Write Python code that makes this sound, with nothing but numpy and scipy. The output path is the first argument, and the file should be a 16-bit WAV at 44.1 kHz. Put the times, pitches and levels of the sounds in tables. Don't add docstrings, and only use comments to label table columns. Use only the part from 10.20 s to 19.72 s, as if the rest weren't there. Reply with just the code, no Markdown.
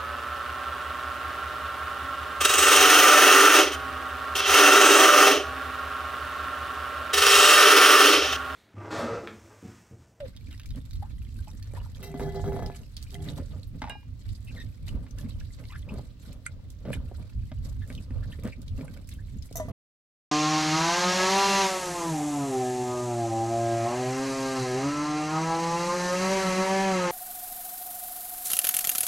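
import sys
import numpy as np
from scipy import signal
from scipy.fft import rfft, irfft, next_fast_len
from scipy.io import wavfile
from scipy.ndimage import uniform_filter1d, map_coordinates

SR = 44100
rng = np.random.default_rng(int(sys.argv[2]) if len(sys.argv) > 2 else 0)


def store_pcm(level_fs):
    pcm = np.round(np.clip(level_fs, -1, 1) * 32767).astype(np.int16)
    wavfile.write(sys.argv[1], SR, np.atleast_2d(pcm).T)


N = 419817

# t/s, length/s, start f/Hz, middle f/Hz, end f/Hz, level/dB, overtone/dB, roughness
SQUEAKS = [(0, 0.064, 610, 557, 500, -36, -51, .15), (2.96, 0.24, 157.9, 147, 151.5, -38, -15, .05),
           (4.27, 0.038, 2820, 2660, 2620, -52, -22, .6), (4.362, 0.037, 2210, 1900, 1860, -49, -6, .35),
           (4.399, 0.026, 1990, 1890, 1880, -48.5, -1, .35), (5.496, 0.022, 920, 1040, 920, -57, 0, .4),
           (5.518, 0.024, 1050, 1280, 1300, -54, -4, 1), (5.541, 0.026, 1480, 1640, 1700, -49, -15, 1),
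           (5.689, 0.012, 2500, 2610, 2660, -43.5, -16, .5), (7.616, 0.033, 1520, 1780, 1610, -57, -10, .8),
           (7.777, 0.013, 2850, 2740, 2550, -49, -14, .7), (8.025, 0.027, 1700, 1716, 1630, -54, -18, .8),
           (8.118, 0.012, 2820, 3090, 3220, -49, -22, .7), (8.126, 0.014, 1740, 1867, 1830, -48, -14, .7),
           (8.322, 0.016, 2500, 2260, 2300, -46, -16, .6)]
# t/s, level/dB
STREAM_LEVELS = [(0, -60), (0.2, -68.5), (0.35, -65), (0.65, -63), (1.3, -61), (1.7, -76), (2.0, -53),
                 (2.6, -64), (3.15, -59), (3.5, -64), (3.9, -71.5), (4.35, -57), (4.85, -69), (5.45, -61),
                 (6.2, -69.5), (7.3, -64.5), (8.2, -68.5), (9.52, -63.5)]
# crest t/s, length/s, level/dB
SPLASHES = [(0.068, 0.21, -58), (0.31, 0.17, -50.5), (0.578, 0.086, -54), (1.193, 0.031, -57),
            (1.295, 0.13, -53), (1.566, 0.37, -55.5), (1.82, 0.2, -49), (2.005, 0.087, -68),
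            (2.566, 0.19, -51.5), (2.832, 0.28, -78), (2.933, 0.24, -49.5), (3.08, 0.26, -49),
            (3.999, 0.15, -57), (4.096, 0.14, -54), (4.686, 0.063, -40.5), (5.008, 0.096, -48),
            (5.096, 0.068, -52.5), (5.203, 0.049, -46.5), (5.487, 0.54, -55), (5.78, 0.17, -53.5),
            (6.063, 0.12, -54), (6.261, 0.06, -49.5), (6.737, 0.061, -40), (7.013, 0.1, -59),
            (7.451, 0.16, -57), (7.717, 0.27, -54), (8.112, 0.82, -58.5), (8.267, 0.082, -62),
            (8.585, 0.17, -52), (8.751, 0.088, -52), (8.92, 0.092, -52.5)]
# t/s, level/dB
BREEZE_LEVELS = [(0, -44), (1.2, -37), (1.85, -44), (2.3, -35.5), (2.6, -42.5), (3.55, -37), (3.85, -45),
                 (4.1, -43), (5.6, -39), (5.95, -46.5), (6.5, -41), (7.3, -38.5), (8.3, -40.5),
                 (9.52, -40.5)]
# crest t/s, level/dB
GUSTS = [(0.52, -32), (0.77, -37), (1.608, -29.5), (2.25, -29.5), (3.39, -42), (4.1, -32), (4.452, -30.5),
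         (4.738, -27.5), (5.14, -31.5), (5.76, -34.5), (6.79, -33.5), (7.16, -32), (7.389, -26.5),
         (7.6, -32), (7.992, -29), (8.52, -37.5), (9.51, -33)]
# f/Hz, likeness (1 = the same)
WIND_LIKENESS = [(40, 0.99), (100, 0.58), (300, 0.38)]
# crest t/s, length/s, slosh/dB, rub/dB
STROKES = [(0.062, 0.17, -61, -52), (0.292, 0.068, -81, -45), (0.572, 0.072, -59, -39.5),
           (1.178, 0.19, -77, -50.5), (1.34, 0.21, -68, -48.5), (1.56, 0.19, -54, -54),
           (1.807, 0.26, -57, -51.5), (2.604, 0.09, -57.5, -44), (3.084, 0.17, -50, -37),
           (3.184, 0.095, -48.5, -36.5), (3.34, 0.2, -56, -42.5), (3.552, 0.086, -60, -35.5),
           (4.356, 0.27, -58.5, -45.5), (4.451, 0.088, -75, -41), (4.753, 0.38, -55, -39),
           (5.022, 0.52, -60, -47), (5.41, 0.14, -56, -44), (5.722, 0.26, -49, -37),
           (6.089, 0.32, -58, -46.5), (6.357, 0.82, -67, -58), (6.686, 0.19, -45.5, -33),
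           (6.793, 0.35, -58.5, -48), (7.0, 0.15, -55, -48), (7.46, 0.15, -56, -47.5),
           (7.708, 0.26, -56.5, -45.5), (7.776, 0.12, -69, -38), (7.967, 0.47, -56.5, -62),
           (8.088, 0.13, -60, -38), (8.248, 0.08, -41.5, -33.5), (8.399, 0.26, -65.5, -43.5),
           (8.611, 0.25, -52, -39.5), (8.77, 0.14, -57, -45.5), (8.934, 0.17, -68, -46.5),
           (9.143, 0.11, -87, -41), (9.383, 0.12, -46, -43), (9.51, 0.35, -49, -35.5)]
# f/Hz, level/dB
PATTER_COLOUR = [(400, -4.5), (1000, -4.5), (2000, 1), (2600, -6), (4000, 4), (5000, -0.5), (6300, -6.5),
                 (7800, -2.5), (9500, -10), (11600, -3), (13000, -12), (15500, -20)]
WIND_COLOUR = [(11, -37), (18, -2.5), (49, 3), (101, 4.5), (193, -19), (247, -17.5), (285, -30), (400, -35),
               (520, -98), (880, -120)]
SLOSH_COLOUR = [(150, -2.5), (260, -6.5), (350, -4.5), (530, 10.5), (800, -9.5), (1200, -5), (2000, -18),
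                (3500, -19), (8000, -79)]
HOLLOW_COLOUR = [(70, -49), (120, -1.5), (152, -2), (195, -5), (255, -4), (330, -19), (500, -27),
                 (1000, -59)]
HUSH_COLOUR = [(180, -40), (300, 4), (390, -18), (898, -20), (1150, -19), (4320, -18.5), (5900, -24),
               (11400, -35.5), (15000, -28.5)]
# t/s, f/Hz, level/dB
DRIPS = [(0.1638, 3650, -37), (0.311, 2310, -44), (0.323, 1470, -46), (0.3273, 2900, -39.5),
         (0.377, 4000, -44), (0.397, 2900, -35.5), (0.433, 3530, -43), (0.489, 4470, -46),
         (0.505, 3640, -38), (0.709, 4020, -39), (0.732, 4260, -41), (0.755, 4060, -43.5),
         (0.905, 2360, -51.5), (1.018, 2470, -46.5), (1.049, 3200, -47), (1.426, 1950, -50),
         (1.426, 4400, -36.5), (1.769, 2400, -45), (2.778, 4230, -39)]
# pitch and width (both as multiples of the drip's f), level/dB
POOL_MODES = [(.6, .12, -13), (1, .13, 0), (1.3, .15, -7), (2.1, .4, -22)]
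# t/s, level/dB, bubble f/Hz, spray/dB, lean (above 0 = left)
DROPS = [(0.458, -42, 2250, -51, 6), (0.558, -46, 2880, -55, -1), (1.142, -60, 4200, -59, 2),
         (1.747, -39.5, 3300, -69, -2), (2.0827, -60, 3300, -71, 1), (2.461, -35, 4880, -50, -9),
         (2.7665, -28, 4430, -46.5, -1), (2.826, -37, 4400, -45.5, -5), (2.905, -40.5, 4350, -54, -5),
         (2.943, -40, 3080, -45.5, -15), (3.042, -49, 2170, -54, 1), (3.087, -25, 3800, -71, -2),
         (3.431, -47.5, 4120, -61, -17), (4.09, -37, 4450, -66, -1.5), (4.246, -78, 2800, -53.5, -13),
         (4.6805, -35, 2540, -53, 0), (4.9087, -47.5, 5840, -60, 13.5), (4.9852, -38.5, 2660, -49.5, -2),
         (5.013, -43, 3260, -64, -1.0), (5.106, -39, 3960, -70, -5), (5.2004, -41, 5400, -64, -4),
         (5.4523, -42, 3970, -68, 0), (6.128, -48.5, 2520, -51.5, -8), (6.502, -46, 7400, -52, -8),
         (7.675, -53, 2010, -54, -4), (7.7256, -42, 3650, -55, 1), (7.75, -37.5, 3620, -55, -1.5),
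         (8.235, -51, 2300, -48, -16), (8.417, -44, 7360, -53.5, -6), (8.4793, -36, 4050, -57, 4),
         (8.873, -56, 5130, -54, -13), (8.8896, -44, 2240, -44.5, -9), (8.9376, -56, 2550, -50.5, -12),
         (9.186, -50, 6840, -85, 13), (9.2232, -40, 5160, -54, 7.5), (9.2568, -58, 8000, -51, -2),
         (9.326, -42.5, 5240, -49, 6)]
# t/s, clack/dB, thud/dB, tub/dB, tray/dB, tick/dB, rattle t60/s
KNOCKS = [(0.5486, -54, -37.5, -56, -71, -68, 0.054), (1.536, -53, -55, -48, -46, -51, 0.024),
          (1.941, -64, -22, -46, -48, -73, 0.035), (1.995, -36, -28.5, -68, -33, -52.5, 0.084),
          (3.1835, -55, -40, -48, -39.5, -69, 0.045), (3.1959, -45, -38, -40.5, -66, -68, 0.15),
          (3.618, -27.5, -35.5, -48, -29.5, -55, 0.072), (3.641, -35.5, -34, -53, -23, -65, 0.066),
          (3.664, -36, -63, -55, -29, -71, 0.26), (3.696, -33, -36, -50.5, -37.5, -43, 0.12),
          (3.752, -59, -70, -60, -35.5, -85, 0.02), (3.829, -58, -80, -80, -57, -87, 0.024),
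          (4.7344, -66, -39, -66, -69, -78, 0.11), (4.865, -46.5, -59, -69, -56, -82, 0.032),
          (5.0438, -48, -28.5, -61, -59, -74, 0.11), (5.74, -52, -45, -43.5, -58, -54, 0.079),
          (5.7831, -51, -44, -44.5, -37, -56, 0.064), (6.6517, -42, -37, -42, -47, -71, 0.15),
          (6.684, -47, -40, -39, -52, -71, 0.082), (6.702, -47, -23.5, -36, -46, -58, 0.027),
          (6.763, -62, -29, -51, -68, -58, 0.073), (6.9132, -56, -70, -44, -45.5, -72, 0.045),
          (7.316, -40.5, -38.5, -49, -45, -75, 0.033), (7.7012, -39.5, -33, -49.5, -64, -56, 0.035),
          (7.9063, -45.5, -32, -52, -61, -67, 0.041), (8.186, -49, -36, -48.5, -69, -74, 0.097),
          (8.25, -35.5, -26.5, -39.5, -51, -50, 0.21), (8.2747, -38, -51, -49, -47, -48, 0.036),
          (8.5844, -44, -25, -43.5, -75, -71, 0.08), (8.6096, -41, -35, -46, -68, -72, 0.048),
          (9.31, -71, -47, -47.5, -59, -57, 0.011)]
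# t/s, start f/Hz, level/dB, t60/s, roughness
GULPS = [(0.824, 772, -29, .06, .3), (1.273, 800, -36, .05, .7), (1.55, 1750, -41, .035, 1),
         (1.572, 906, -31, .035, .9), (1.612, 1020, -38, .03, 1), (1.645, 1300, -42, .025, 1),
         (1.659, 880, -37, .03, 1), (8.986, 1620, -45, .06, .5)]
# t/s, length/s, start level/dB, end level/dB
FLASK_PULLS = [(1.81, 0.14, -47, -43.5), (1.946, .015, -36, -38.5), (2.012, 0.078, -32, -39),
               (2.133, 0.041, -31.5, -33.5), (2.251, 0.17, -31, -31.5), (2.449, 0.042, -44, -38.5),
               (2.93, 0.23, -47.5, -60.5)]
# t/s, level/dB
FLASK_JOLTS = [(1.942, -34), (1.997, -28), (2.145, -41), (2.196, -35.5), (2.242, -29), (2.322, -32),
               (2.365, -28), (2.393, -27.5), (2.424, -29), (2.500, -30.5)]
# t/s, level/dB
LID_TAPS = [(1.827, -46), (1.864, -55.5)]
# t/s, level/dB, brightness/(dB per octave)
TUMBLER_TAPS = [(3.622, -46, -14), (3.6983, -38, 0)]
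# t/s, low ring/dB, bright ring/dB, pitch factor of the low ring
RIM_CLACKS = [(6.264, -25, -31, 1.06), (6.731, -27.5, -56, 1.24), (6.739, -32.5, -62, 1.55),
              (7.7015, -39, -55, 1.15), (8.680, -43, -57, 1.12), (8.773, -49, -58, 1.16)]
# t/s, ring/dB, start f/Hz, settled f/Hz, clack/dB
PLATE_BLOWS = [(9.3555, -32.5, 674, 677, -60), (9.399, -25, 693, 606, -39), (9.484, -39, 700, 650, -43)]
# t/s, level/dB
BOWL_TAPS = [(9.356, -37), (9.369, -36), (9.400, -57)]
# f/Hz, level/dB, t60/s
FLASK_MODES = [(150, 3, .25), (235, 1, .1), (320, -3, .08), (396, 0, .24), (512, -6, .1), (610, -7, .06),
               (702, -4, .24), (770, -12, .18), (840, -12.5, .28), (985, -20, .2), (1310, -20, .12),
               (1718, -17.5, .22), (2005, -17, .16), (2260, -25, .1), (3280, -22, .12), (3880, -23, .1)]
LID_MODES = [(2035, -4, .14), (2708, -4, .12), (3150, -7, .1), (3876, -1, .14), (5518, -2, .08),
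             (5819, -5, .12), (7900, -4, .1), (9900, -5, .1), (11746, -1, .1), (12600, -4, .08),
             (14583, -6, .08)]
TUMBLER_MODES = [(732, -13, .17), (829, -10, .22), (1626, 0.5, .26), (2417, -9.5, .34), (2842, 1, .29),
                 (3822, -11, .17), (3967, -24, .4), (5114, -25, .45)]
RIM_LOW_MODES = [(1380, 0, 0.015), (1950, -1, 0.022), (2270, -2, 0.01)]
RIM_BRIGHT_MODES = [(6200, -1.5, .012), (7340, 2.5, 0.028), (8450, 9, .012), (9750, 0, .01),
                    (10800, -5, .01)]
PLATE_MODES = [(975, -17, 0.17), (1790, -21, 0.12), (1980, -28, 0.4), (3120, -35, 0.16)]
BOWL_MODES = [(1980, -14, .15), (3680, -12, .1), (4280, -14, .1), (5600, -5, .09), (6005, 0, .11),
              (6210, -1, .11), (6712, -4, .1), (7540, -11, .06), (8500, -11, .05), (9660, -4, .06),
              (11464, 2, .07), (11600, -1, .05), (12550, -3, .04), (13230, -2, .04), (13700, -5, .04),
              (14300, -3, .04), (14665, -2, .06), (15228, -2, .05)]
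# f/Hz, t60/s
YARD_DECAY = [(200, 0.054), (2000, 0.095), (12000, 0.05)]
CONTACT_RISE_S = 0.0011


def amp(db):
    return 10 ** (np.asarray(db) / 20)


def unit(x):
    return x / np.sqrt(np.mean(x ** 2) + 1e-20)


def along(points, hz):
    f, v = np.transpose(points)
    return np.interp(np.log(hz + 1), np.log(f + 1), v)


def curves(rows):
    s, *cols = np.transpose(rows)
    return [np.interp(np.arange(N) / SR, s, c) for c in cols]


def wobble(rate, size=N):
    return map_coordinates(rng.standard_normal(int(size * rate / SR) + 4), [np.arange(size) * rate / SR])


def filtered(x, response):
    n = x.shape[-1]
    m = next_fast_len(n + 8192)
    return irfft(rfft(x, m) * response(np.fft.rfftfreq(m, 1 / SR)), m)[..., :n]


def coloured(x, spectrum, size=4096):
    cepstrum = irfft(np.log(amp(along(spectrum, np.fft.rfftfreq(size, 1 / SR)))))
    cepstrum[1:size // 2] *= 2
    cepstrum[size // 2 + 1:] = 0
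    return signal.fftconvolve(x, irfft(np.exp(rfft(cepstrum))))[:len(x)]


def add(track, s, sound):
    part = track[..., max(0, round(s * SR)):][..., :sound.shape[-1]]
    part += sound[..., :part.shape[-1]]


def panned(x, pan_db):
    return x * amp([[pan_db / 2], [-pan_db / 2]])


def lagged(pair, lag_ms):
    return filtered(pair, lambda hz: np.exp(np.pi * 1j * hz * lag_ms / 1000 * np.array([[-1], [1]])))


def impacts(rate, spread_db):
    sizes = amp(spread_db * np.clip(rng.standard_normal(N), -2, 2)) * np.sign(rng.standard_normal(N))
    return unit(sizes * (rng.random(N) < rate / SR))


def ring(modes, scatter_db):
    t = np.arange(SR // 2) / SR
    return sum((-1) ** k * amp(db + scatter_db * rng.standard_normal() - 60 * t / t60)
               * np.sin(2 * np.pi * hz * t) for k, (hz, db, t60) in enumerate(modes))


def burst(t60, tail_db, tail_t60):
    t = np.arange(SR // 6) / SR
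    rattle = rng.standard_normal(len(t)) * amp(6 * wobble(600, size=len(t)) - 4)
    x = (rng.standard_normal(len(t)) * amp(-60 * t / t60)
         + rattle * amp(tail_db - 60 * t / tail_t60)) * (1 - np.exp(-t / CONTACT_RISE_S))
    return x / np.linalg.norm(x)


def bubbles(centre_hz, spread, cycles, rise, size_db, count=1500):
    t = np.arange(SR // 40) / SR
    start = rng.integers(0, N, (count, 1))
    pitch, size = np.clip(rng.standard_normal((2, count, 1)), -2, 2)
    hz = centre_hz * np.exp(spread * pitch)
    age = hz * t / cycles
    tone = amp(size_db * size) * np.exp(-age) * np.sin(2 * np.pi * hz * t * (1 + rise * np.minimum(age, 2)))
    return unit(np.bincount((start + np.arange(len(t))).ravel(), tone.ravel(), N)[:N])


def squeaks():
    out = np.zeros(N)
    for s, length, start_hz, middle_hz, end_hz, db, overtone_db, rough in SQUEAKS:
        progress = np.linspace(0, 1, int(length * SR))
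        jitter, rasp, flutter = (rough * wobble(rate, SR)[:len(progress)] for rate in (900, 1500, 285))
        glide_hz = np.polyval(np.polyfit([0, .5, 1], [start_hz, middle_hz, end_hz], 2), progress)
        phase = 2 * np.pi * np.cumsum(glide_hz * (1 + .105 * jitter)) / SR
        overtones = amp(overtone_db) * np.sin(2 * phase) + amp(2 * overtone_db - 8) * np.sin(3 * phase)
        tone = (np.sin(phase) + overtones) * (1 + amp(-16) * rasp)
        arch = np.abs(np.sin(np.pi * progress)) ** 0.27
        add(out, s, tone * arch * amp(db + 2 + 4.5 * flutter))
    return panned(out, pan_db=-0.5)


def swell(crest_s, length, rise):
    offset = (np.arange(N) / SR - crest_s) / length
    rise = np.clip(rise, .05, .95)
    return amp(-20 * np.minimum(np.maximum(-offset / rise, offset / (1 - rise)), 10))


def together(gains):
    return np.sqrt(sum(g * g for g in gains))


def fizz(patchy_db):
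    noise = signal.stft(rng.standard_normal((2, N)), nperseg=256)[2]
    patches = uniform_filter1d(rng.standard_normal(noise.shape[1:]), size=22, axis=0)
    patches = uniform_filter1d(patches, size=7, axis=1)
    pair = signal.istft(noise * amp(patchy_db * unit(patches)), nperseg=256)[1][:, :N]
    return unit(np.array([coloured(x, PATTER_COLOUR) for x in pair]))


def stream():
    steady_db, = curves(STREAM_LEVELS)
    splashes = [amp(db) * swell(s, length, rise=0.4) for s, length, db in SPLASHES]
    flow = together([amp(steady_db)] + splashes)
    spurt = amp(3 * wobble(28) + 2.8 * wobble(110) - 1)
    hits = np.array([unit(coloured(impacts(rate=130, spread_db=4), PATTER_COLOUR)) for _ in range(2)])
    tinkle = bubbles(centre_hz=3000, spread=.36, cycles=7.5, rise=.012, size_db=5.5, count=700)
    crackle = np.array([bubbles(centre_hz=7260, spread=.245, cycles=4.5, rise=.01, size_db=7, count=700)
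                        for _ in range(2)])
    splat = burst(t60=.008, tail_db=-16, tail_t60=.04)
    splats = unit(signal.fftconvolve(hits, splat[None], axes=1)[:, :N])
    spray = amp(-4) * fizz(patchy_db=6) + amp(-7.5) * splats + amp(-15) * crackle
    return panned(flow * (spurt * spray + amp(-9) * tinkle), pan_db=-2)


def wind():
    breeze_db, = curves(BREEZE_LEVELS)
    gusts = [amp(db) * swell(s, length=0.25, rise=0.43) for s, db in GUSTS]
    strength = together([amp(breeze_db)] + gusts)
    angle = lambda hz: np.arccos(np.clip(along(WIND_LIKENESS, hz), -1, 1)) / 2
    shares = lambda hz: amp(along(WIND_COLOUR, hz)) * [np.cos(angle(hz)), np.sin(angle(hz))]
    shared, opposite = filtered(rng.standard_normal((2, N)), shares)
    rumble = unit(np.array([shared + opposite, shared - opposite]))
    eddies = amp(2.5 * wobble(14) + 0.46)
    return panned(rumble * eddies * strength, pan_db=-3)


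def hands():
    slosh_rest_db, rub_rest_db = -76, -58.5
    strokes = [(swell(s, length, rise=0.34), slosh_db, rub_db) for s, length, slosh_db, rub_db in STROKES]
    stirring = together([amp(slosh_rest_db)] + [shape * amp(db) for shape, db, _ in strokes])
    rubbing = together([amp(rub_rest_db)] + [shape * amp(db) for shape, _, db in strokes])
    churn = impacts(rate=350, spread_db=2.5) + 0.73 * rng.standard_normal(N)
    gurgle = amp(-10) * bubbles(centre_hz=750, spread=.3, cycles=3, rise=.03, size_db=4, count=500)
    slosh = unit(coloured(churn, SLOSH_COLOUR)) + gurgle
    rub = unit(coloured(impacts(rate=360, spread_db=6.5), HOLLOW_COLOUR))
    return panned(amp(1) * stirring * slosh + rubbing * rub, pan_db=0)


def hush():
    return amp(-66.5) * np.array([unit(coloured(rng.standard_normal(N), HUSH_COLOUR)) for _ in range(2)])


def drips():
    out = np.zeros(N)
    for s, hz, db in DRIPS:
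        pool = lambda f: sum(
            amp(level) * 1j * f * width * hz / ((multiple * hz) ** 2 - f * f + 1j * f * width * hz)
            for multiple, width, level in POOL_MODES)
        tick = filtered(burst(t60=.011, tail_db=-15, tail_t60=.07), pool)
        add(out, s, amp(db + 13) * tick / np.linalg.norm(tick))
    return panned(out, pan_db=-3.5)


def drops():
    out, t = np.zeros((2, N)), np.arange(SR // 30) / SR
    for s, db, hz, spray_db, lean in DROPS:
        colour = [(300, db - 33), (1500, db - 30.5), (3600, db - 8.5),
                  (8000, spray_db - 2.5), (11500, spray_db - 5), (15000, spray_db - 11)]
        slap = np.array([coloured(burst(t60=.015, tail_db=-13.5, tail_t60=.1), colour) for _ in range(2)])
        envelope = amp(db - 4 - 60 * t / 0.018) * (1 - np.exp(-t / 0.00065))
        bubble = np.sin(2 * np.pi * hz * t * (1 + 5 * t) + .8 * wobble(1200, size=len(t)))
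        add(out, s, panned(amp(30.5) * slap, pan_db=0.14 * lean))
        add(out, s, panned(envelope * bubble, pan_db=2 * lean))
    return out


def knocks():
    out = np.zeros((2, N))
    for s, clack_db, thud_db, tub_db, tray_db, tick_db, rattle_t60 in KNOCKS:
        body_colour = [(60, thud_db - 10.5), (250, thud_db + 8.5), (360, tub_db + 5), (560, tub_db + 11),
                       (850, tray_db - 0.5), (1350, clack_db - 10.5), (2000, clack_db - 9),
                       (2800, clack_db - 17), (5000, clack_db - 22), (15000, clack_db - 54)]
        tick_colour = [(2000, tick_db - 45), (4500, tick_db - 23), (8000, tick_db),
                       (11000, tick_db - 7), (15000, tick_db - 16)]
        body = coloured(burst(t60=0.019, tail_db=-4.5, tail_t60=rattle_t60), body_colour)
        tick = [coloured(burst(t60=0.0033, tail_db=-23, tail_t60=0.057), tick_colour) for _ in range(2)]
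        add(out, s, amp(36.5) * body + amp(29.5) * np.array(tick))
    return out


def gulps():
    out, t = np.zeros(N), np.arange(SR // 10) / SR
    spit_colour = [(400, -14), (900, 12), (1700, 5), (3200, -36), (6000, -43)]
    attack = 1 - np.exp(-t / 0.0039)
    for s, hz, db, t60, rough in GULPS:
        phase = 2 * np.pi * hz * t * (1 + 2.76 * t) + rough * wobble(450, size=len(t))
        tone = np.sin(phase) * amp(-60 * t / t60)
        spit = unit(coloured(rng.standard_normal(len(t)), spit_colour)) * amp(-27 - 60 * t / 0.22)
        add(out, s, amp(db) * attack * (tone + spit))
    return panned(out, pan_db=2)


def friction(grip_s=0.016, release_s=0.051):
    t = np.arange(N) / SR
    return together(amp(np.interp(t, [s, s + length], [start_db, end_db]))
                    * np.interp(t, [s - grip_s, s, s + length, s + length + release_s], [0, 1, 1, 0])
                    for s, length, start_db, end_db in FLASK_PULLS)


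def flask(stick_s=0.02, stick_db=-16, drone_hz=396):
    pull = friction()
    jolts, stuck = np.zeros(N), np.zeros(N)
    for s, db in FLASK_JOLTS:
        add(jolts, s, amp([db + 18.5]))
        add(stuck, s - stick_s, np.ones(round(stick_s * SR)))
    judder = amp(stick_db * stuck + 3 * wobble(70) - 1)
    slips = pull * judder * unit(impacts(rate=900, spread_db=1.5) + .8 * rng.standard_normal(N))
    shell = ring(FLASK_MODES, scatter_db=1.5)
    ringing = signal.fftconvolve(slips + jolts, shell / np.linalg.norm(shell))[:N]
    jingle = lid()
    drone_gain = amp(-6 + 3 * wobble(35)) * pull
    drone = drone_gain * np.sin(2 * np.pi * drone_hz * np.arange(N) / SR + .4 * wobble(20))
    sand = coloured(amp(-10) * slips, [(40, -40), (150, 11), (400, 15), (850, 2), (1400, 1),
                                       (2100, -7), (3000, -21), (6000, -9), (14000, -17.5)])
    knock = coloured(amp(9) * jolts, [(40, -6), (150, 2), (600, 5), (1000, -3), (1600, -13),
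                                      (2500, -23), (6000, -40), (14000, -55)])
    return panned(ringing + drone + sand + knock + jingle, pan_db=2)


def lid():
    out = np.zeros(N)
    rasp_colour = [(500, 2), (1400, 4), (4000, -15), (12000, 5), (15000, -4)]
    for s, db in LID_TAPS:
        scrape = burst(t60=0.02, tail_db=-2, tail_t60=0.14)
        add(out, s, amp(db) * signal.fftconvolve(scrape, ring(LID_MODES, scatter_db=1.5)))
        add(out, s, amp(db + 29) * coloured(burst(t60=0.02, tail_db=-3, tail_t60=0.12), rasp_colour))
    return out


def tumbler():
    out, pivot_hz = np.zeros(N), TUMBLER_MODES[1][0]
    for s, db, brightness in TUMBLER_TAPS:
        modes = [(hz, level + brightness * np.log2(hz / pivot_hz), t60) for hz, level, t60 in TUMBLER_MODES]
        add(out, s, amp(db) * ring(modes, scatter_db=.5))
    return lagged(panned(out, pan_db=-3.5), lag_ms=0.0059)


def rims():
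    out, t = np.zeros((2, N)), np.arange(SR // 10) / SR
    attack = 1 - np.exp(-t / CONTACT_RISE_S)
    for s, low_db, bright_db, pitch in RIM_CLACKS:
        low_modes = [(hz * pitch, level, t60) for hz, level, t60 in RIM_LOW_MODES]
        for channel in out:
            contact = (t == 0) + amp(-36 - 60 * t / 0.052) * rng.standard_normal(len(t))
            low = amp(low_db) * ring(low_modes, scatter_db=2)
            bright = amp(bright_db) * ring(RIM_BRIGHT_MODES, scatter_db=3)
            add(channel, s, amp(1) * signal.fftconvolve(contact, (low + bright)[:len(t)] * attack))
    return panned(out, pan_db=-5.5)


def plates(sag_s=.008, low_t60=.125):
    out, t = np.zeros(N), np.arange(SR // 2) / SR
    clack_colour = [(300, -20), (700, -17), (950, -8), (1180, 4), (1500, -30), (3000, -18), (9000, -22)]
    for s, db, start_hz, settled_hz, clack_db in PLATE_BLOWS:
        hz = settled_hz + (start_hz - settled_hz) * np.exp(-t / sag_s)
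        low = np.sin(2 * np.pi * np.cumsum(hz) / SR) * amp(-60 * t / low_t60)
        clack = coloured(burst(t60=0.016, tail_db=-2, tail_t60=0.074), clack_colour)
        add(out, s, amp(db) * (low + ring(PLATE_MODES, scatter_db=-2)))
        add(out, s, amp(clack_db + 37) * clack)
    return lagged(out, lag_ms=-0.18)


def bowl():
    out = np.zeros((2, N))
    clash_colour = [(300, 0), (2000, -1), (4500, -1), (6000, 18), (15000, 0)]
    for s, db in BOWL_TAPS:
        for channel in out:
            add(channel, s, amp(db - 5) * ring(BOWL_MODES, scatter_db=1.5))
            clash = coloured(burst(t60=0.026, tail_db=-11, tail_t60=0.22), clash_colour)
            add(channel, s, amp(db + 15.5) * clash)
    return panned(out, pan_db=-0.5)


def yard_echo(sound):
    hz, t, noise = signal.stft(rng.standard_normal((2, SR // 4)), SR, nperseg=256)
    tail = signal.istft(noise * amp(-60 * t / along(YARD_DECAY, hz)[:, None]), SR, nperseg=256)[1]
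    delayed = np.pad(sound, (SR // 300, 0))
    return signal.fftconvolve(delayed[None], tail / np.linalg.norm(tail[0]), axes=1)[:, :N]


def scene():
    washing = stream() + hands() + drips() + drops() + knocks() + rims() + flask() + squeaks() + gulps()
    washing = lagged(washing, lag_ms=0.061) + tumbler() + bowl() + plates()
    return washing + amp(-9) * yard_echo(washing.mean(axis=0)) + wind() + hush()


def record(dry):
    edges, top_hz = signal.windows.tukey(N, 512 / N), 16000
    return filtered(dry * edges, lambda hz: hz < top_hz)


dry = scene()
out = record(dry)
store_pcm(out)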